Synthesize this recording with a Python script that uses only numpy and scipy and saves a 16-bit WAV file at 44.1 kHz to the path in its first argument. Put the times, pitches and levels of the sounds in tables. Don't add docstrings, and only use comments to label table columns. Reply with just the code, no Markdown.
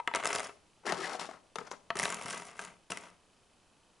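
import sys
import numpy as np
from scipy import signal
from scipy.fft import rfft, irfft
from scipy.io import wavfile
from scipy.ndimage import uniform_filter1d

SR = 44100
rng = np.random.default_rng(int(sys.argv[2]) if len(sys.argv) > 2 else 0)


def wav_record(signal):
    frames = np.transpose(np.atleast_2d(signal))
    bounded = np.clip(frames, -1, 1)
    quanta = np.round(bounded * 32767).astype(np.int16)
    wavfile.write(sys.argv[1], SR, quanta)


N = 176400

TRAY_CONTACTS_PER_S = 330
CLACK_CYCLES = 4.2
# time_s, rumble_db, scratch_db
TRAY_STROKES = [
    [(.15,-34,-56),(.22,-41.5,-63),(.26,-39,-49),(.35,-32.5,-42),(.41,-42,-51),(.45,-42,-41),(.495,-46.5,-62),(.53,-65,-93)],
    [(1.955,-43,-51),(1.975,-40,-40),(2.05,-37,-39.5),(2.18,-44.5,-53.5),(2.3,-40,-41.5),(2.38,-42.5,-47.5),(2.44,-53.5,-54.5),(2.48,-49.5,-50.5),(2.54,-55.5,-66),(2.575,-54.5,-56),(2.62,-45,-47),(2.70,-53.5,-62.5),(2.77,-69,-79)],
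    [(2.9,-38,-43),(2.908,-40,-37.5),(2.94,-46,-54),(3.0,-53,-58),(3.05,-50.5,-57),(3.11,-61,-68.5),(3.16,-71,-97)],
]


def amp(db):
    return 10 ** (np.asarray(db) / 20)


def hit_gain(db, over_s=0.0021):
    return np.sqrt(over_s * SR) * amp(db)


def unit_energy(x):
    return x / np.sqrt(np.sum(x ** 2) + 1e-20)


def curve_at(points, hz):
    freqs, values = np.transpose(points)
    return np.interp(np.log(hz + 1), np.log(freqs + 1), values)


def add(mix, start_s, sound):
    part = mix[max(round(start_s * SR), 0):][:len(sound)]
    part += sound[:len(part)]


def colour(spectrum, size=2048):
    log_gain = np.log(amp(curve_at(spectrum, abs(np.fft.fftfreq(size, 1 / SR)))))
    response = np.fft.ifft(np.exp(np.conj(signal.hilbert(log_gain)))).real
    return unit_energy(response[:size // 2])


def note(hz, cycles, size=2048):
    turns = hz * np.arange(size) / SR
    return unit_energy(np.sin(2 * np.pi * turns) * (1 - np.exp(-2 * turns)) * np.exp(-turns / cycles))


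def with_note(sound, hz, cycles, db):
    return unit_energy(sound + amp(db) * note(hz, cycles, len(sound)))


def contact(tone, decay_s, click, size=2048):
    samples = np.arange(size)
    rattle = unit_energy(rng.standard_normal(size) * np.exp(-samples / SR / decay_s))
    return unit_energy(signal.fftconvolve(rattle + click * (samples == 0), tone))


def placed(x, balance, scatter_db=-15, scatter_hz=3600):
    hz = np.fft.rfftfreq(N, 1 / SR)
    lean_db = curve_at(balance, hz)
    gains = amp(np.array([lean_db, -lean_db]) / 2)
    ripple = rfft(unit_energy(rng.standard_normal(60)), N)
    scatter = amp(scatter_db) * hz / np.hypot(hz, scatter_hz) * ripple
    return irfft(rfft(x) * (gains / gains.mean(0) + np.array([scatter, -scatter])), N)


def room_tone(level_db=-68):
    # freq_hz, gain_db
    spectrum = [(25,-1.5),(247,-3.5),(1000,-6.5),(2100,-14.5),(2580,-13),(11000,-19.5),(14300,-75)]
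    # freq_hz, coherence
    likeness = [(30,0.6),(200,.8),(3000,0.85),(10000,0.75)]
    hz = np.fft.rfftfreq(N, 1 / SR)
    common, apart = rfft(rng.standard_normal((2, N))) * amp(curve_at(spectrum, hz))
    coherence = curve_at(likeness, hz)
    mid = irfft(common, N)
    side = irfft(apart * np.sqrt((1 - coherence) / (1 + coherence)), N)
    return amp(level_db) * np.array([mid + side, mid - side]) / mid.std()


def camera_ticks(per_s=30):
    # pitch_hz, peak_db
    partials = [(2580,-70),(3010,-68)]
    clicks = np.diff(np.floor(np.arange(N + 1) * per_s / SR))
    rings = [(note(hz, cycles=10), db) for hz, db in partials]
    tick = sum(amp(db) * ring / ring.max() for ring, db in rings)
    return signal.oaconvolve(clicks, tick)[:N]


def room_tail(x, gap_s=0.0034, early_db=-19, early_s=0.081, size=26000):
    # freq_hz, t60_s
    decay_times = [(150,.5),(1000,0.46),(9000,0.39)]
    # freq_hz, level_db
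    levels = [(150,-3.5),(1200,-14.5),(9000,-12)]
    noise = rng.standard_normal((3, size))
    hz, t, bands = signal.stft(noise[:2] + noise[2], SR, nperseg=256)
    decay_rate = np.log(1000) / curve_at(decay_times, hz)[:, None]
    bands *= amp(curve_at(levels, hz)[:, None]) * np.exp(-decay_rate * t) * np.sqrt(decay_rate / SR)
    tail = signal.istft(bands, SR, nperseg=256)[1][:, :size]
    age_s = np.arange(size) / SR
    tail *= np.clip(age_s / gap_s - 1, 0, 1)
    tail *= 1 + amp(early_db) * np.exp(-age_s / early_s)
    return signal.fftconvolve(x, tail, axes=1)[:, :N]


def wood_ring(knock, ring_db, size=4096):
    # pitch_hz, weight_db
    modes = [(425,-7.5),(692,-5),(940,0.5),(1125,-3.5),(1205,-1),(1298,0),(1565,-2.5),(2050,-0.5),(2170,-6.5),(2650,-4.5)]
    # pitch_hz, t60_s
    decay_times = [(420,.11),(940,.06),(2000,.04)]
    t = np.arange(size) / SR
    weights = rng.choice([-1, 1], len(modes)) * (1 + 0.41 * rng.standard_normal(len(modes)))
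    loads = rng.uniform(.985, 1.015, len(modes))
    ring = np.zeros(size)
    for weight, load, (hz, db) in zip(weights, loads, modes):
        decay = np.exp(-np.log(1000) * t / curve_at(decay_times, hz))
        ring += weight * amp(db) * decay * np.sin(2 * np.pi * hz * load * t)
    return unit_energy(np.pad(knock, (0, size - len(knock))) + amp(ring_db) * unit_energy(ring))


def friction(strokes, column, per_s, grain, rub_db, variants=8, spread_db=4.5):
    t = np.arange(N) / SR
    level = sum(amp(np.interp(t, stroke[:, 0], stroke[:, column], left=-200, right=-200))
                for stroke in map(np.array, strokes))
    sizes = amp(spread_db * np.minimum(rng.exponential(1, N), 4))
    force = sizes * (rng.random(N) < per_s / SR) * rng.choice([-1, 1], N)
    force += amp(rub_db) * np.sqrt(per_s / SR) * rng.standard_normal(N)
    running_rms = np.sqrt(abs(uniform_filter1d(force ** 2, size=1300)) + 1e-9)
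    force *= level / running_rms
    variant = rng.integers(0, variants, N)
    return sum(signal.oaconvolve(force * (variant == k), grain())[:N] for k in range(variants))


def pieces(hits, strokes, knock, snap, rumble_db, scratch_db, per_s, rub_db):
    out = amp(rumble_db) * friction(strokes, 1, per_s, knock, rub_db)
    out += amp(scratch_db) * friction(strokes, 2, per_s, snap, rub_db)
    for start_s, knock_db, snap_db, clack_hz, clack_db in hits:
        add(out, start_s, hit_gain(knock_db) * knock())
        add(out, start_s, hit_gain(snap_db) * snap())
        add(out, start_s, hit_gain(clack_db) * note(clack_hz, CLACK_CYCLES))
    return out


def hand(board_hz=150.2, board_cycles=2.24, press_db=-16):
    # start_s, level_db
    thuds = [(0.925,-35.5),(1.957,-41),(2.037,-39.5),(2.251,-38),(2.904,-37.5),(2.922,-54)]
    # freq_hz, gain_db
    spectrum = [(45,-10),(150,2),(380,-1),(1500,-47)]
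    tone = colour(spectrum)
    murmur = lambda: note(board_hz * rng.uniform(0.81, 1.46), board_cycles)
    out = amp(press_db) * friction(TRAY_STROKES[1:], 1, TRAY_CONTACTS_PER_S, murmur, rub_db=3, variants=3)
    for start_s, level_db in thuds:
        thud = with_note(contact(tone, decay_s=0.0075, click=0.5), board_hz, board_cycles, db=-12)
        add(out, start_s, hit_gain(level_db) * thud)
    return out


def skids(slips_per_s=400, pitch_spread=.13):
    # start_s, length_s, pitch_hz, level_db
    drags = [(0.845,.07,404,-39),(0.867,.045,1820,-38),(0.966,.07,351,-44),(1.027,.035,1790,-38),(1.144,0.0158,670,-36),(1.667,.01,5900,-57),(1.707,.024,6500,-51)]
    out = np.zeros(N)
    for start_s, length_s, pitch_hz, level_db in drags:
        count = int(length_s * slips_per_s) + 1
        for k, (late, bend) in enumerate(rng.random((count, 2))):
            progress = (k + late) / count
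            swell = np.sqrt(np.sin(np.pi * progress))
            slip = note(pitch_hz * (1 + pitch_spread * (2 * bend - 1)), CLACK_CYCLES)
            add(out, start_s + progress * length_s, hit_gain(level_db) * swell * slip)
    return out


def pile():
    # start_s, knock_db, snap_db, clack_hz, clack_db
    nudges = [(.9222,-23.5,-29,874,-33.5),(1.1962,-46,-35,930,-36),(1.2892,-41,-73,664,-36),(1.3113,-45.5,-52,790,-41.5),(1.557,-31.5,-35.5,450,-34.5),(1.5849,-34,-41.5,1270,-33.5),(1.6128,-41,-66,440,-38.5),(1.714,-34.5,-41,1004,-39.5)]
    # time_s, rumble_db, scratch_db
    scoops = [
        [(.83,-62,-100),(.865,-29.5,-37.5),(.905,-30,-43.5),(.955,-36,-50.5),(1.04,-36,-42.5),(1.11,-34,-48.5),(1.145,-35.5,-43.5),(1.18,-46,-61),(1.21,-33,-41),(1.28,-48.5,-57),(1.35,-46,-66),(1.41,-75,-81)],
        [(1.56,-58,-70),(1.6,-49,-58),(1.645,-54,-68),(1.675,-42.5,-59),(1.70,-66,-72),(1.73,-39,-59),(1.78,-74,-73)],
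    ]
    # freq_hz, gain_db
    board_spectrum = [(60,-23),(150,-4),(310,-2),(430,1),(850,4.5),(1300,2.5),(2000,-5),(3600,-23),(12000,-47)]
    card_spectrum = [(200,-10),(3000,5),(6200,1.5),(7300,-1),(11000,-8.5)]
    board, card = colour(board_spectrum), colour(card_spectrum)
    knock = lambda: wood_ring(contact(board, decay_s=0.0063, click=0.31), ring_db=-13.5)
    snap = lambda: contact(card, decay_s=0.0033, click=0.05)
    return pieces(nudges, scoops, knock, snap, rumble_db=-7, scratch_db=-0.5, per_s=900, rub_db=-7.5)


def tray():
    # start_s, knock_db, snap_db, clack_hz, clack_db
    drops = [(.0005,-38,-54.5,934,-28.5),(.0751,-21,-38.5,986,-32),(.1135,-38,-70,920,-32),(.1382,-26.5,-48,930,-40),(.1492,-22.5,-29,1160,-44),(.1547,-33,-44,923,-31.5),(.1588,-27,-26.5,1360,-35),(.2027,-34,-45,1480,-44),(.2367,-29,-40,910,-43),(.2468,-34,-35,1260,-35),(.2555,-23.5,-26,1030,-42),(.2677,-32,-31,2070,-35.5),(.3049,-29.5,-36.5,1660,-36),(.33,-60,-28,1290,-39),(.3586,-48,-27.5,2120,-43),(.3956,-32,-33.5,1620,-44),(.4032,-31.5,-36,624,-37),
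             (1.9036,-23.5,-48.5,1150,-36),(1.9551,-34,-45,395,-38.5),(1.9693,-41,-34,1840,-37.5),(1.9973,-28.5,-27,1960,-28),(2.0305,-47,-28,2000,-29.5),(2.036,-34,-28,1700,-32),(2.0543,-25.5,-32,3830,-31.5),(2.1025,-41,-30,2080,-39),(2.1243,-33.5,-35,1090,-34.5),(2.3331,-37.5,-50,1590,-36.5),(2.4209,-40,-52,1270,-56),(2.5925,-34,-41,1600,-36),(2.9045,-39.5,-36.5,1090,-42),(2.9196,-34,-33.5,2720,-33),(2.9727,-38.5,-37.5,2040,-42.5)]
    # start_s, level_db
    ticks = [(.2737,-27),(0.2899,-38),(0.351,-29),(0.384,-34),(1.9904,-28),(2.0902,-41),(2.1439,-31),(2.1684,-46),(2.2227,-39.5),(2.3065,-33.5),(2.32,-50),(2.376,-39.5),(2.65,-40)]
    # freq_hz, gain_db
    board_spectrum = [(60,-33),(150,-17),(280,-7.5),(400,-3),(620,0.5),(2100,-1.5),(3100,-5.5),(4300,-17.5),(12000,-54)]
    card_spectrum = [(200,0),(3000,1),(5700,1.5),(7000,2),(9200,4.5),(11000,-0.5)]
    board, card = colour(board_spectrum), colour(card_spectrum)
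    knock = lambda: wood_ring(contact(board, decay_s=0.0029, click=0.3), ring_db=0)
    snap = lambda: with_note(contact(card, decay_s=0.0019, click=0.094),
                             hz=rng.uniform(4776, 7360), cycles=15.6, db=-8)
    out = pieces(drops, TRAY_STROKES, knock, snap,
                 rumble_db=-2.5, scratch_db=-2.5, per_s=TRAY_CONTACTS_PER_S, rub_db=-0.5)
    for start_s, level_db in ticks:
        add(out, start_s, hit_gain(level_db) * snap())
    return out


def scene():
    # freq_hz, left_minus_right_db
    tray_balance = [(60,1.5),(300,4),(1200,4),(5000,-1)]
    pile_balance = [(60,4),(600,7.5),(5000,4.3)]
    direct = placed(tray() + hand(), tray_balance) + placed(pile() + skids(), pile_balance)
    low_cut = signal.butter(2, 100, "high", fs=SR, output="sos")
    direct = signal.sosfilt(low_cut, direct)
    return direct + room_tail(direct) + room_tone() + camera_ticks()


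def record(dry):
    low_pass = signal.firwin(301, 11130, window=("kaiser", 8), fs=SR)
    return signal.oaconvolve(dry, low_pass[None], "same")


dry = scene()
out = record(dry)
wav_record(out)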